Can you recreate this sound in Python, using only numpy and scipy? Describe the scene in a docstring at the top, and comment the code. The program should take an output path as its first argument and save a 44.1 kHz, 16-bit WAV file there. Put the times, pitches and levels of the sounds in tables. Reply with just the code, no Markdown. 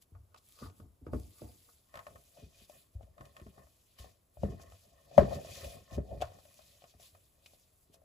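"""Kneading crumbly dough in a bowl

A hand kneads crumbly dough in a ceramic bowl on a wooden table in a quiet kitchen.
Lumps and knuckles strike ringing modes of the bowl; each push thumps low modes of the table top.
Dragged dough keeps the bowl wall and the table sounding with dense small slips; crumbs rustle as random clicks.
Feedback delays give the kitchen's echo and steady noise its room tone; a pair of close microphone ports listens."""
import sys
import numpy as np
from scipy import signal
from scipy.fft import rfft, irfft, next_fast_len
from scipy.io import wavfile

SR = 44100
rng = np.random.default_rng(int(sys.argv[2]) if len(sys.argv) > 2 else 0)


def wrap_up_sound(samples):
    """Save the sound to the file named by the first command line argument, as 16-bit audio."""
    columns = np.atleast_2d(samples).T
    # keep every value between -1 and 1, then stretch to whole-number steps
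    tamed = np.clip(columns, -1, 1)
    steps = np.round(tamed * 32767).astype(np.int16)
    wavfile.write(sys.argv[1], SR, steps)


N = 354563
SIZE = next_fast_len(N + 4096)   # padded transform length [samples]
BINS_HZ = np.maximum(np.arange(SIZE // 2 + 1) * SR / SIZE, 10)
SIDE_VIEW_S = 1.885   # from here on the bowl is heard from its side instead of from above

# Ringing modes of the bowl, low to top:
# (frequency [Hz], level from above [dB], level from the side [dB], decay by 60 dB [s])
BOWL_LOW_MODES = [(477, 5, -9.5, 0.056), (560, -7, -0.5, 0.06), (604.8, 1, -7.5, 0.092),
                  (637, -7, -2.5, 0.06), (679, -0.5, -2, 0.071), (739.3, 1, -6.5, 0.056),
                  (794, -41, -6.5, 0.017), (869, -1, -18.5, 0.084)]
# same columns: (frequency [Hz], level from above [dB], level from the side [dB], decay by 60 dB [s])
BOWL_HIGH_MODES = [(945, -7, -16, 0.036), (1072, -1.5, 3.5, .07), (1173, 3.5, 0.5, 0.043),
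                   (1272, -3.5, -6, 0.09), (1454, -4.5, -14.5, 0.057), (1797, -13, 2.5, 0.043),
                   (1973, -11, 1.5, 0.021)]
# same columns: (frequency [Hz], level from above [dB], level from the side [dB], decay by 60 dB [s])
BOWL_TOP_MODES = [(2479, -11, 0.5, 0.056), (2636, -6, -8, .04), (3030, -27, 0, 0.024), (3510, -26, -8, .05),
                  (4597, -2, -6.5, 0.068), (4950, 2.5, -8, 0.04)]
# Modes of the table top, deep boom:
# (frequency [Hz], level from above [dB], level from the side [dB], decay by 60 dB [s])
TABLE_LOW_MODES = [(62.4, -4, -3.5, 0.18), (96.8, -0.5, -3, 0.15)]
# Modes of the table top, upper thud:
# (frequency [Hz], level from above [dB], level from the side [dB], decay by 60 dB [s])
TABLE_HIGH_MODES = [(139.5, 1.5, 2, 0.099), (165, -8, -5, 0.13), (196, -1, -4, 0.14), (258, 5, -5, .08),
                    (309, 3.5, -6, 0.075), (368, -1.7, -4.5, 0.0796), (420, -0.9, -1, 0.06)]
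# Pushes on the table, before layer trims: (time [s], level [dB], upper modes relative to it [dB])
PUSHES = [(0.119, -47, -20), (0.14, -43, -39), (0.622, -48, 1.5), (0.638, -41.5, -15), (0.659, -40, -16),
          (0.799, -50.5, -4.5), (0.857, -46.5, -16), (1.018, -42, -16), (1.066, -41.5, -4),
          (1.133, -29, -7.5), (1.148, -26.5, -14.5), (1.419, -47.5, 2), (1.437, -37.5, -13.5),
          (1.966, -59.5, -9), (2.428, -40.5, -14), (2.615, -53, -13), (2.949, -31.5, -36),
          (3.029, -50, -15), (3.205, -45.5, -5.5), (3.414, -44.5, -9.5), (3.464, -46.5, -6.5),
          (3.994, -39.5, -22.5), (4.028, -56, -26), (4.423, -44, -11), (4.432, -22.5, -8),
          (5.182, -17, -2.5), (5.638, -44, -25), (5.918, -38.5, -13.5), (5.977, -26.5, -7),
          (6.159, -40, -14.5), (6.946, -53, -15), (7.124, -56, -25.5), (7.898, -66.5, 2.5)]
# Dough drags along the wall, before layer trims:
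# (time [s], hold [s], wall level [dB], upper wall modes relative to it [dB], load on the table [dB])
DRAG_STROKES = [(0.157, 0.011, -71.5, -7, -48), (0.35, 0.011, -73, 2, -86), (0.632, 0.033, -57.5, 2.5, -47),
                (0.814, 0.023, -69.5, -5, -47.5), (1.092, 0.11, -59, -23, -41.5),
                (1.364, 0.0071, -78, 4, -76), (1.444, .01, -57.5, -11, -52), (1.68, .01, -75, -4, -75),
                (1.955, 0.027, -59, -2, -56), (2.076, 0.087, -60, -24, -60), (2.389, .01, -56, -14, -66),
                (2.526, 0.11, -73.5, -7.5, -70), (2.736, 0.032, -65, -6, -70),
                (2.977, .11, -67, -20, -55.5), (3.196, 0.071, -61, -8.5, -62), (3.382, 0.011, -61, -5, -77),
                (3.581, 0.017, -57, -10, -62.5), (4.03, 0.023, -58.5, -8.5, -57.5),
                (4.38, 0.039, -74, -12, -46), (4.473, 0.019, -49.5, -8, -38.5), (4.578, 0.14, -62, -5, -53),
                (4.856, 0.2, -69.5, -5, -77), (5.078, 0.024, -71, -10, -75), (5.12, .04, -57, -18.5, -73),
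                (5.21, .01, -36, -13.5, -37), (5.25, .02, -42.5, -12, -41.5),
                (5.319, 0.044, -37.5, -14.5, -45.5), (5.46, 0.14, -53.5, -5.5, -54.5),
                (5.632, 0.045, -49.5, -17, -48.5), (5.742, 0.026, -51.5, -14.5, -54),
                (5.93, 0.025, -50.5, -5.5, -39.5), (6.118, 0.014, -42.5, -28, -40),
                (6.217, 0.032, -57, -5, -44), (6.347, .01, -57, -15, -58.5), (6.45, 0.3, -71.5, -9, -71),
                (6.839, 0.0071, -66.5, -7, -83), (7.019, 0.0069, -70, 0, -65.5),
                (7.146, 0.015, -69.5, -11, -67), (7.348, 0.22, -77.5, -9.5, -87),
                (7.96, .02, -69.5, -11.5, -73)]


def knocks():
    """Each knock rings the bowl modes, with a dull puff of dough and a snap of crushed crumbs."""
    # Knocks on the bowl, before layer trims: (time [s], level [dB], upper modes relative to it [dB],
    # snap relative to it [dB], favoured pitch before a 40 Hz lift [Hz])
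    knock_list = [(0.151, -63.5, 5, -9, 651), (0.344, -63, 13, 10.5, 525), (0.361, -60.5, -21, 6.5, 750),
                  (0.493, -84, 8, 22, 716), (0.588, -62, 6.5, 9, 510), (0.62, -49, -20, -23, 493),
                  (0.698, -65, 7, 7, 622), (0.8, -58, 0.5, -2, 504), (1.066, -45, -4.5, -15.5, 470),
                  (1.133, -34, -8, -29, 490), (1.418, -43.5, -21, -34, 500), (1.689, -69, 10, -1, 525),
                  (1.941, -46.5, 1.5, -3.5, 555), (1.955, -46.5, 3, 2.5, 616), (1.972, -46, 1, 1, 569),
                  (1.991, -44, 0, -5, 575), (2.067, -42, -2, -8.5, 550), (2.158, -57.5, 7, -5, 716),
                  (2.372, -50, -22, -10, 543), (2.697, -47.5, -27, -6.5, 562),
                  (3.009, -47.5, -33, -22, 745), (3.029, -63, -11, 2.5, 616), (3.18, -53, -1.5, -6, 556),
                  (3.209, -53.5, 5, -1, 695), (3.253, -60, -1.5, 9, 534), (3.366, -56.5, 8.5, 8, 581),
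                  (3.398, -56, 2, 1, 598), (3.466, -53, -5, -7, 598), (3.58, -52.5, -6.5, -29, 761),
                  (3.669, -63, -3, -11, 563), (3.987, -66, 12, 16.5, 627), (4.044, -46, -24, -14, 710),
                  (4.371, -47.5, -31, -32, 560), (4.434, -27, -30, -23.5, 519.2),
                  (4.597, -50, -7, -14, 740), (4.721, -52, -8.5, -3, 715), (5.113, -49.5, -21, -9, 660),
                  (5.179, -3, -25, -28, 548), (5.309, -36, -13, -21, 592), (5.447, -41, -24, -8, 600),
                  (5.644, -42.5, -32.5, 1.5, 574), (5.91, -54, -14.5, 3, 538), (5.98, -30, -36, -43, 521.6),
                  (6.113, -47, -47, -29, 550), (6.206, -42, -16, -7, 645), (6.213, -38.5, -26, 0.5, 650),
                  (6.219, -47.5, -6, 15, 660), (6.221, -22.5, -22, -44, 693.7), (6.228, -35, -37, -27, 720),
                  (6.319, -50.5, -13, -9, 702), (6.387, -51, -13, -11, 731), (6.453, -53.5, -18.5, -6, 560),
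                  (6.591, -50.5, -12, -10, 585), (6.82, -54.5, -19.5, -3.5, 686), (6.84, -51, -9, -1, 666),
                  (6.939, -59.5, -11.5, -19.5, 664), (6.998, -54.5, -15, -0.5, 680),
                  (7.149, -58.5, -2.5, -4, 674), (7.46, -62, -6, 19.5, 713),
                  (7.535, -56.5, -29, -21.5, 708), (7.943, -59.5, -11, -5, 719),
                  (8.017, -56.5, -38, -31.5, 565)]
    # Dull puff of a landing lump: (frequency [Hz], density [dB per Hz])
    thud_spectrum = [(300, -13.5), (700, -2.5), (1100, 3.4), (1600, -5), (2600, -18), (6000, -34.5)]
    # Snap of crushed crumbs: (frequency [Hz], density [dB per Hz])
    snap_spectrum = [(900, -9.5), (1800, -6), (2800, 2.5), (5000, -5.5), (9000, -9), (16000, -16)]
    seconds, level_db, upper_db, snap_db, low_hz = np.transpose(knock_list)

    # the left-right place and the favoured top pitch scatter from knock to knock
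    pan_luck, pitch_luck = rng.standard_normal((2, len(seconds)))
    pan_db = heard_db(seconds, -2, 2.5) + 2.5 * pan_luck
    top_hz = 2900 * 2 ** (0.097 * pitch_luck)

    low = struck(BOWL_LOW_MODES, seconds, level_db + 3.0, pan_db, contact_s=.00008, chatter_s=0.00021,
                 scatter_db=1.4, port_s=.00025, favour_hz=low_hz + 40, focus_db=32)
    high = struck(BOWL_HIGH_MODES, seconds, level_db + upper_db + 4, pan_db / 2, contact_s=.000012,
                  chatter_s=.00012, scatter_db=1.8, port_s=0.00043, favour_hz=1110)
    top = struck(BOWL_TOP_MODES, seconds, level_db + snap_db - 7.5, pan_db / 2, contact_s=.00002,
                 chatter_s=.0015, scatter_db=2.9, port_s=.00005, favour_hz=top_hz, focus_db=16.0)
    thud = puff(seconds, level_db + 0.49 * upper_db - 12.5, .0005, 0.019, thud_spectrum)
    snap = puff(seconds, level_db + snap_db - 7.5, 0.00035, 0.0053, snap_spectrum)
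    return low + high + top + thud + snap


def thumps():
    """Soft pushes set the table top ringing: its deep boom and its upper thud, apart."""
    seconds, level_db, upper_db = np.transpose(PUSHES)
    boom = struck(TABLE_LOW_MODES, seconds, level_db + 2.0, np.full(len(seconds), 1.5), contact_s=0.0017,
                  chatter_s=0.0022, scatter_db=.8, port_s=0.00017, favour_hz=80)
    thud = struck(TABLE_HIGH_MODES, seconds, level_db + upper_db + 10.0, np.full(len(seconds), .8),
                  contact_s=0.00017, chatter_s=.008, scatter_db=1.9, port_s=.0005, favour_hz=230)
    return boom, thud


def wall_drag(rustle_db):
    """Dragged dough slips along the bowl wall and keeps its modes sounding."""
    seconds, hold_s, wall_db, upper_db, _ = np.transpose(DRAG_STROKES)
    rise_s, fall_s = 0.0706, .1   # time to grow or fade by 20 dB
    wall = strokes(seconds, wall_db, rise_s, hold_s, fall_s, rest_db=-93.5)
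    upper = strokes(seconds, wall_db + upper_db, rise_s, hold_s, fall_s, rest_db=-97.5)
    # the top modes sing when crumbs scrape while the wall is loaded
    top = 0.83 * rustle_db + 0.31 * np.minimum(wall, -52) - 0.5
    return (rubbed(BOWL_LOW_MODES, wall - 3, per_s=900, spread_db=1.2, patchy_db=2.6)
            + rubbed(BOWL_HIGH_MODES, upper - 3, per_s=1500, spread_db=4.1, patchy_db=3.0)
            + rubbed(BOWL_TOP_MODES, top, per_s=2300, spread_db=1.4, patchy_db=2.9))


def table_rumble():
    """The loaded table rumbles under the drags; its upper modes also shake on after each push."""
    seconds, hold_s, wall_db, _, load_db = np.transpose(DRAG_STROKES)
    push_s, push_db, push_upper_db = np.transpose(PUSHES)
    # rise and fall are times for 20 dB
    low = strokes(seconds, load_db, 0.02, hold_s, 0.1314, rest_db=-78.5)
    shake_s = np.r_[seconds, push_s]
    shake_hold_s = np.r_[hold_s, 0 * push_s]
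    shake_db = np.r_[wall_db - 4, push_db + push_upper_db - 3.5]
    upper = strokes(shake_s, shake_db, .012, shake_hold_s, 0.12, rest_db=-88)
    return (rubbed(TABLE_LOW_MODES, low - 3, per_s=390, spread_db=2.2, patchy_db=2.3)
            + rubbed(TABLE_HIGH_MODES, upper - 3, per_s=600, spread_db=3.0, patchy_db=0.61))


def rustling():
    """Level of the crumbs as they shift, and of their top treble relative to that, both in dB."""
    # Crumb shifts, before layer trims: (time [s], level [dB], top treble relative to it [dB],
    # rise by 20 dB [s], hold [s], fall by 20 dB [s])
    rustle_list = [(0.022, -63.5, -5.5, 0.017, .002, 0.022), (0.378, -63, -10.5, 0.01, 0.0022, 0.021),
                   (0.472, -80.5, 4.5, 0.12, 0.051, 0.19), (0.641, -61, -8.5, 0.22, 0.017, 0.065),
                   (0.784, -73.5, -1.5, 0.15, .005, 0.093), (1.063, -79, -6, .02, .005, 0.077),
                   (1.13, -71.5, -3, 0.026, 0.6, 0.21), (1.39, -68.5, -3, 0.12, .01, .3),
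                   (1.954, -73, -3.5, 0.19, 0.42, 0.18), (2.394, -69, -14, 0.11, 0.066, .05),
                   (2.587, -63.5, -10, .15, 0.061, 0.048), (2.693, -67.5, -4, 0.023, 0.11, 0.12),
                   (2.942, -78.5, -3, .04, .005, 0.054), (3.024, -77.5, -9, 0.041, .01, 0.16),
                   (3.207, -75.5, -6, .07, 0.76, 0.11), (3.378, -70.5, -11, .04, .005, .12),
                   (3.989, -57, -9.5, 0.012, 0.0053, 0.15), (4.344, -85, 6, 0.035, 0.024, .1),
                   (4.433, -67, -10.5, 0.097, .005, 0.47), (4.616, -62.5, -9, 0.032, .004, 0.063),
                   (4.714, -70.5, -7, 0.069, .14, 0.2), (5.005, -75.5, -7.5, 0.11, 0.056, .2),
                   (5.193, -56.5, -15.5, 0.097, 0.021, 0.11), (5.351, -53, -13, 0.13, .004, 0.044),
                   (5.55, -53, -11, 0.33, 0.091, 0.24), (5.705, -61, -4.5, 0.082, 0.019, 0.087),
                   (5.944, -58.5, -10.5, 0.067, 0.0045, 0.05), (6.1, -75, -8.5, .2, 0.11, .1),
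                   (6.228, -62, -15, 0.058, .004, 0.12), (6.462, -67.5, -7.5, 0.52, 0.26, 0.33),
                   (6.896, -68.5, -9.5, 0.32, .015, .08), (7.027, -63.5, -6, .07, 0.047, 0.081),
                   (7.138, -76.5, -2.5, .1, 0.072, 0.61), (7.478, -70.5, -4.5, 0.11, .01, 0.44),
                   (7.83, -80.5, 2.5, 0.22, .01, 0.033), (7.945, -65, -8.5, .04, .002, 0.026)]
    seconds, level_db, top_db, rise_s, hold_s, fall_s = np.transpose(rustle_list)
    rustle = strokes(seconds, level_db, rise_s, hold_s, fall_s, rest_db=-100)
    top = strokes(seconds, level_db + top_db, rise_s, hold_s, fall_s, rest_db=-88)
    return rustle, top - rustle


def crumbs(level_db, top_db):
    """Dry crumbs shift and crush: dense grains and sparser crackles; each band swells in its own patches."""
    # Colour of the rustle: (frequency [Hz], density [dB per Hz])
    crumb_spectrum = [(700, -23.5), (1500, -13), (2300, -7), (3500, -2), (6000, -4.5), (9000, 1),
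                      (12500, -0.5), (16000, -4)]
    hiss = rms_one(grains(27000, 0.87)) * amp(0.73 * drift(34))
    crackle = amp(-10.0) * rms_one(grains(300 * amp(4.5 * drift(8.68)), 4.0))
    spectrum = rfft(rms_one(coloured(hiss + crackle, crumb_spectrum)), SIZE)
    place = 2 * np.log2(np.clip(BINS_HZ, 1500, 8500) / 1500)   # half octaves above 1500 Hz
    out = 0
    for k in range(6):   # overlapping half-octave bands; the last holds the top treble
        weight = np.maximum(1 - np.abs(np.minimum(place, 5) - k), 0)
        band = irfft(spectrum * weight, SIZE)[:, :N]
        swell_db = top_db + 3.5 if k == 5 else 2.5 * drift(21)
        out = out + band * amp(swell_db)
    return amp(level_db + 5.5) * out


def kitchen(x):
    """Room echo: six feedback delays a side, duller on every round."""
    t60_s, wall_cut_hz = 0.44, 4340   # decay before the dulling; corner of the dulling
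    size = next_fast_len(N + SR)
    w = 2 * np.pi * np.arange(size // 2 + 1) / size
    dull = 1 / (1 + 1j * w * SR / (2 * np.pi * wall_cut_hz))
    tails = np.zeros((2, len(w)), complex)
    for k, lag in enumerate(rng.uniform(.009, 0.032, 12) * SR):
        once = amp(-60 * lag / SR / t60_s) * dull * np.exp(-1j * w * lag)
        tails[k % 2] += (-1) ** (k // 2) * once / (1 - once)   # endless rounds of one delay
    return irfft(rfft(x, size) * tails, size)[:, :N]


def room_tone():
    """Steady quiet noise of the room: very dense random clicks, coloured."""
    # Colour of the room tone: (frequency [Hz], density [dB per Hz])
    air_spectrum = [(15, -24), (25, -1.5), (76, 1), (220, -12), (460, -14.5), (650, -13.5), (830, -20.5),
                    (1100, -19), (1630, -28), (2500, -29), (8000, -30), (16000, -31.5)]
    return amp(-73) * rms_one(coloured(grains(60000, 0.66), air_spectrum))


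def struck(modes, seconds, peak_db, pan_db, contact_s, chatter_s, scatter_db, port_s, favour_hz, focus_db=0):
    """A blow is a smooth push and three weaker touches; it strikes every mode with a strength of its own."""
    hz, above_db, side_db, t60 = np.transpose(modes)[:, :, None]
    octaves = np.log2(hz / favour_hz)
    # the place of the blow favours one pitch
    mode_db = heard_db(seconds, above_db, side_db) - focus_db * np.abs(octaves)
    gains = amp(mode_db + scatter_db * rng.standard_normal((len(modes), len(seconds))))
    # modes under and over that pitch start in opposition, so the ring swells
    gains = np.sign(octaves) * gains / gains.sum(axis=0) * amp(peak_db)
    later = rng.random((3, len(seconds))) * chatter_s
    # each mode radiates from its own part of the body
    port_lags = rng.uniform(-port_s, port_s, len(modes)) * SR
    out = np.zeros((2, N))
    for gain, mode_hz, mode_t60, port_lag in zip(gains, hz[:, 0], t60[:, 0], port_lags):
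        force = np.zeros((2, N + SR))
        for lag, share in zip([0, *later], [1, 0.74, -0.54, 0.56]):
            at = np.round((seconds + lag) * SR).astype(int)
            np.add.at(force, (slice(None), at), share * panned(pan_db) * gain)
        force[1] = np.roll(force[1], round(port_lag))
        out += ring(force[:, :N], mode_hz, mode_t60)
    r = np.exp(-1 / (contact_s * SR))   # the contact time smooths the push
    return signal.lfilter([(1 - r) ** 2], [1, -2 * r, r * r], out)


def rubbed(modes, level_db, per_s, spread_db, patchy_db):
    """Dense small slips keep the modes of a body sounding."""
    slips = grains(per_s, spread_db) * amp(patchy_db * drift(25))
    t = np.arange(N) / SR
    rings = 0
    for k, (hz, above_db, side_db, t60) in enumerate(modes):
        rings = rings + (-1) ** k * amp(heard_db(t, above_db, side_db)) * ring(slips, hz, t60)
    # even loudness before and after the view changes to the side, then the level curve
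    cut = round(SIDE_VIEW_S * SR)
    return amp(level_db) * np.hstack([rms_one(rings[:, :cut]), rms_one(rings[:, cut:])])


def puff(seconds, peak_db, rise_s, fall_s, spectrum):
    """A burst of noise at every blow, rising fast and dying away exponentially."""
    starts = np.zeros(N)
    np.add.at(starts, np.round(seconds * SR).astype(int), amp(peak_db))
    rise, fall = np.exp(-1 / (rise_s * SR)), np.exp(-1 / (fall_s * SR))
    shape = signal.lfilter([1 - rise], np.convolve([1, -rise], [1, -fall]), starts + 1e-18)
    return shape * rms_one(coloured(grains(18000, 1.8), spectrum))


def strokes(seconds, peak_db, rise_s, hold_s, fall_s, rest_db):
    """Level in dB at every sample: each stroke grows, holds and fades; powers add over a resting level."""
    t = np.arange(0, N / SR + .002, .002)[:, None]
    before = (seconds - t) / np.maximum(rise_s, .005)
    after = (t - seconds - hold_s) / np.maximum(fall_s, .005)
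    under = np.maximum(np.maximum(before, after), 0)   # in steps of 20 dB
    power = np.sum(amp(peak_db - 20 * under) ** 2, axis=1) + amp(rest_db) ** 2
    return np.interp(np.arange(N) / SR, t[:, 0], 10 * np.log10(power))


def grains(per_s, spread_db):
    """Stereo source of uneven random clicks, as alike left and right as the ports hear them."""
    # Likeness of the two ports: (frequency [Hz], left-right likeness [0 to 1])
    likeness = [(60, 1), (300, 0.64), (800, 0.1), (2200, 0.46), (5000, 0.41), (7500, 0.91), (9000, 1),
                (16000, 0.95)]
    # Balance of the two ports: (frequency [Hz], left over right [dB])
    lean = [(60, 1), (300, 0.5), (650, 3.5), (1200, 1), (5000, 3), (7000, 0.6), (16000, -0.5)]
    sizes = amp(spread_db * np.minimum(rng.exponential(1, N), 4)) * (rng.random(N) < per_s / SR)
    mid, side = rfft(sizes * rng.standard_normal((2, N)), SIZE)
    alike = np.clip(at_hz(likeness, BINS_HZ), 0, 1)
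    both = np.sqrt(1 + alike) * mid + np.sqrt(1 - alike) * side * [[1], [-1]]
    return irfft(both * panned(at_hz(lean, BINS_HZ)), SIZE)[:, :N]


def ring(force, hz, t60):
    """A two-pole resonator: a unit click starts a decaying sine of height 1."""
    r, w = amp(-60 / (t60 * SR)), 2 * np.pi * hz / SR
    return signal.lfilter([0, np.sin(w)], [1, -2 * r * np.cos(w), r * r], force + 1e-18)


def coloured(x, spectrum):
    """Stereo signal filtered through a spectrum table."""
    return irfft(rfft(x, SIZE) * amp(at_hz(spectrum, BINS_HZ)), SIZE)[..., :N]


def drift(rate):
    """Slow random wander of spread 1: noise through two equal low-passes with their corner at rate in Hz."""
    r = np.exp(-80 * np.pi * rate / SR)   # one step every 40 samples
    noise = rng.standard_normal(N // 40 + 2002)
    slow = signal.lfilter([1], [1, -2 * r, r * r], noise)[2000:]   # settled part
    return np.interp(np.arange(N) / 40, np.arange(len(slow)), rms_one(slow))


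def heard_db(seconds, above_db, side_db):
    """Level from where the microphone stands: above the bowl, then at its side."""
    return np.where(seconds < SIDE_VIEW_S, above_db, side_db)


def panned(db):
    """Left and right gains of a left-right difference in dB."""
    return amp(np.multiply.outer([.5, -.5], db))


def at_hz(points, hz):
    """Value of a table, interpolated over log frequency."""
    table_hz, values = np.array(points).T
    return np.interp(np.log(hz), np.log(table_hz), values)


def rms_one(x):
    """Signal scaled to rms 1."""
    return x / np.sqrt(np.mean(x ** 2) + 1e-20)


def amp(db):
    """Gain of a level in dB."""
    return 10 ** (np.asarray(db) / 20)


def scene():
    """Blows with their room echo, over the running sounds of kneading and the room tone."""
    rustle_db, top_db = rustling()
    boom, thud = thumps()
    blows = knocks() + thud
    room = amp(-22.5) * kitchen((blows + amp(-8) * boom).mean(axis=0))
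    running = wall_drag(rustle_db) + table_rumble() + crumbs(rustle_db, top_db)
    return blows + boom + room + running + room_tone()


def record(dry):
    """The top treble reaches the right port late; rumble is cut, high peaks rounded, the top cut."""
    late_from_hz, turn_hz = 7094, 3950   # above the first, the phase turns a full circle per turn_hz
    late = np.exp(-2j * np.pi * np.maximum(BINS_HZ - late_from_hz, 0) / turn_hz)
    right = irfft(rfft(dry[1], SIZE) * late, SIZE)[:N]
    ports = np.stack([dry[0], right])
    ports = signal.sosfilt(signal.butter(2, 35, "high", fs=SR, output="sos"), ports)
    ports = ports / (1 + np.abs(ports / .93) ** 6) ** (1 / 6)   # soft ceiling at 0.93
    return signal.sosfilt(signal.cheby2(14, 60, 16000, fs=SR, output="sos"), ports)


dry = scene()
out = record(dry)
wrap_up_sound(out)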